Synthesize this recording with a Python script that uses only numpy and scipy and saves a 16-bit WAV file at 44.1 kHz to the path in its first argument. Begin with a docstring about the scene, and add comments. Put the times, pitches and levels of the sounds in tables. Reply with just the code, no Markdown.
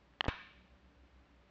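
"""Fingers knock and tap on the casing of a hand-held camera, close and dry.
Each knock rings the casing briefly, the fingers slip with tiny ticks, and a dull thump follows.
Right after, a hard clack rings out through a large sports hall: the struck object rings on in
wavering tones while the echo dies away. Under it all lie the hall's air hiss and a low, wavering hum."""
import sys
import numpy as np
from scipy import signal
from scipy.fft import rfft, irfft, next_fast_len
from scipy.io import wavfile
from scipy.ndimage import map_coordinates

SR = 44100
rng = np.random.default_rng(int(sys.argv[2]) if len(sys.argv) > 2 else 0)


def generate_wav(signal):
    """Clip the signal to [-1, 1] and save it as 16-bit WAV at the path in sys.argv[1]."""
    frames = np.transpose(np.atleast_2d(signal))
    scaled = np.clip(frames, -1, 1) * 32767
    pcm = np.round(scaled).astype(np.int16)
    wavfile.write(sys.argv[1], SR, pcm)


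N = 66150

# Tone colour of the air hiss: f/Hz, relative level/dB
AIR_COLOUR = [(25, -25.5), (45, -14.5), (100, -12.5), (140, -13), (250, -15), (400, -17.5), (700, -21),
              (1500, -23), (3000, -29), (4200, -34.5), (5200, -39), (8000, -50)]
# Narrow bands of the hall's drone: f/Hz, width/Hz, level/dB
DRONE_BANDS = [(187.8, 5.5, -76.5), (287.6, 6.4, -79.5), (576, 5.1, -82)]
# Pitch of the low hum: t/s, f/Hz
HUM_PITCH = [(0, 60), (.4, 60), (.7, 65), (1.15, 64), (1.5, 59.5)]
# Swells of the low hum: t/s, level/dB
HUM_LEVEL = [(0, -72), (.4, -72), (.52, -73), (.6, -64), (.668, -80), (.73, -62), (.792, -80), (.86, -62),
             (.935, -80), (1.02, -61), (1.098, -80), (1.17, -61), (1.27, -82), (1.36, -66), (1.5, -74)]
# Tone colour of the clack in the hall: f/Hz, relative level/dB
CLACK_COLOUR = [(100, -10.5), (400, -13.5), (750, -4), (1050, 2.5), (1700, 1), (2050, -6), (2550, -1.5),
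                (3000, -6), (3900, -9), (4700, -20.5), (6000, -27.5), (8000, -53.5)]
# How long the hall echoes (t60 is the time to fade by 60 dB): f/Hz, t60/s
HALL_T60 = [(200, 1), (1000, 0.43), (2000, 0.83), (4000, 0.86), (8000, 0.71)]
# Ringing tones of the struck object: f/Hz, relative level/dB, t60/s
RING_TONES = [(975, -55, .5), (1072, -47.5, .55), (1230, -57, .55), (1420, -54, .4), (1510, -49, .27),
              (1612, -49, .42), (1650, -50, .5), (1790, -47.5, .58), (2153, -59, .6), (2300, -47, .68),
              (2444, -53, .33), (2620, -52, .4), (3122, -57, .5), (3705, -55, .48)]
# Three quick, dull pops: t/s, strength/dB, rise/s, decay/s
DULL_POPS = [(.2825, -14, .00009, .00055), (.2851, -20, .00014, .001), (.2872, -13, .0014, .0015)]
# Scratchy ticks of the grip: t/s, level/dB, centre f/Hz, t60/s
GRIP_TICKS = [(0.2457, -39, 2460, 0.011), (.2505, -38.5, 3710, 0.0093), (0.2791, -47, 2710, 0.047)]
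# Tone colour shared by the ticks: f/Hz, relative level/dB
TICK_COLOUR = [(100, -13), (800, -16), (1600, 13), (3000, 0.5), (4200, 0.5), (5300, -12.5), (6400, -10.5),
               (8000, -34.5)]
# Pitches at which the casing rings: f/Hz, half width/Hz, relative level/dB
CASING_RESONANCES = [(392, 263, -10), (828, 184, -2.5), (1194, 166, -2.5), (1846, 285, 1), (3008, 464, 1.5),
                     (4180, 334, -10), (5150, 240, -23), (6460, 600, -32.5)]
# Knocks on the casing (a soft one has a low upper edge): t/s, strength/dB, upper edge f/Hz
KNOCKS = [(0.137, -25.5, 1440), (0.2082, 8.5, 6600), (0.2422, 3, 1170), (0.2574, 5, 680), (0.2647, 6, 640)]


def amp(db):
    """Turn decibels into a factor to multiply by."""
    return 10 ** (np.asarray(db) / 20)


def unit(x):
    """Scale a sound to an average strength (rms) of 1."""
    return x / np.sqrt(np.mean(x ** 2) + 1e-20)


def along(points, hz):
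    """Read between (f/Hz, value) points on a logarithmic frequency axis."""
    f, values = np.transpose(points)
    return np.interp(np.log(hz + 1), np.log(f + 1), values)


def curve(rows):
    """Join (t/s, value) points with straight lines, one value a sample."""
    return np.interp(np.arange(N) / SR, *np.transpose(rows))


def since(start):
    """Seconds since start, zero before it."""
    return np.maximum(np.arange(N) / SR - start, 0)


def wobble(rate):
    """A smooth curve through rate random values a second."""
    return map_coordinates(rng.standard_normal(400), [np.arange(N) * rate / SR], mode="wrap")


def filtered(x, response):
    """Scale and delay each frequency f in x as response(f) says."""
    size = next_fast_len(N + SR // 2)
    return irfft(rfft(x, size) * response(np.fft.rfftfreq(size, 1 / SR)), size)[:N]


def resonance(f, hz, width):
    """A filter response that favours the frequencies near hz."""
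    return 1j * f * width / (hz * hz - f * f + 1j * f * width)


def causal(gain):
    """The fastest-starting filter response with this gain at each frequency."""
    cepstrum = irfft(np.log(np.maximum(gain, 1e-6)))
    half = len(cepstrum) // 2
    cepstrum[1:half] *= 2
    cepstrum[half + 1:] = 0  # nothing sounds before the hit
    return np.exp(rfft(cepstrum))


def noise(colour):
    """Noise of strength 1 with the given tone colour."""
    return unit(filtered(rng.standard_normal(N), lambda f: amp(along(colour, f))))


def hall_air(hiss_db=-69):
    """Steady hiss, a faint drone and a low hum that swells and sinks."""
    drone = np.zeros(N)
    for hz, width, db in DRONE_BANDS:
        band = filtered(rng.standard_normal(N), lambda f: resonance(f, hz, width))
        drone += amp(db) * unit(band)
    swell = curve([(s, amp(db)) for s, db in HUM_LEVEL])
    phase = 2 * np.pi * np.cumsum(curve(HUM_PITCH)) / SR
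    hum = swell * np.sqrt(2) * np.sin(phase)
    return amp(hiss_db) * noise(AIR_COLOUR) + drone + hum


def wavering_tone(hz, scattered_share=0.6, flutters_per_s=55):
    """A tone that flutters as its reflections in the hall mingle."""
    scatter = (wobble(flutters_per_s) + 1j * wobble(flutters_per_s)) / np.sqrt(2)
    tone = np.exp(2j * np.pi * (hz * since(0) + rng.random()))
    return np.real(tone * (np.sqrt(1 - scattered_share) + np.sqrt(scattered_share) * scatter))


def hall_clack(start_s=0.2865, attack_s=0.00032, early_t60=0.066):
    """A hard hit: a burst of early reflections, the hall's long echo and the object's ring."""
    early_db, echo_db, ring_db = -34, -45.5, -1.5
    t = since(start_s)
    early = amp(early_db - 60 * t / early_t60) * noise(CLACK_COLOUR)
    # Split noise into frequency bands, so each can fade at its own speed.
    f, times, bands = signal.stft(noise(CLACK_COLOUR), SR, nperseg=256)
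    fade = amp(-60 * np.maximum(times - start_s, 0) / along(HALL_T60, f)[:, None])
    echo = amp(echo_db) * signal.istft(bands * fade, SR, nperseg=256)[1][:N]
    ring = sum(amp(ring_db + db - 60 * t / t60) * wavering_tone(hz) for hz, db, t60 in RING_TONES)
    return (1 - np.exp(-t / attack_s)) * (early + echo + ring)


def dull_thump():
    """Three quick, dull pops that merge into one thump."""
    out = np.zeros(N)
    for k, (start, db, rise, decay) in enumerate(DULL_POPS):
        t = since(start)
        sign = 1 if k else -1  # the first pulse is negative, the others positive
        out += sign * amp(db) * (1 - np.exp(-t / rise)) * np.exp(-t / decay)
    return out


def grip_ticks(width_share=0.55):
    """Tiny slips of the fingers make very short bursts of noise."""
    out = np.zeros(N)
    for start, db, hz, t60 in GRIP_TICKS:
        t = since(start)
        burst = (t > 0) * amp(db - 60 * t / t60) * rng.standard_normal(N)
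        colour = lambda f: causal(amp(along(TICK_COLOUR, f))) * resonance(f, hz, width_share * hz)
        filter_gain = np.linalg.norm(filtered(signal.unit_impulse(N), colour))
        out += filtered(burst, colour) / filter_gain
    return out


def casing_knocks():
    """Each knock rings the casing for a millisecond or two; each has its own brightness, set by its upper edge."""
    def response(f):
        soften = lambda ratio: 1 / (1 + 1j * np.sqrt(2) * ratio - ratio * ratio)  # dulls the treble
        delay = lambda seconds: np.exp(-2j * np.pi * f * seconds)
        knocks = sum(amp(db) * delay(start) * soften(f / edge) for start, db, edge in KNOCKS)
        casing = sum(amp(db) * np.exp(-((f - hz) / width) ** 2) for hz, width, db in CASING_RESONANCES)
        return knocks * causal(casing)
    return filtered(signal.unit_impulse(N), response)


def scene():
    """Add up all the sounds at one microphone."""
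    return (casing_knocks() + grip_ticks() + dull_thump() + hall_clack() + hall_air())[None]


def record(dry):
    """The camera cuts off the highest treble."""
    top_hz, fade_hz = 8450, 600
    return filtered(dry[0], lambda f: np.clip((top_hz - f) / fade_hz, 0, 1))[None]


dry = scene()
out = record(dry)
generate_wav(out)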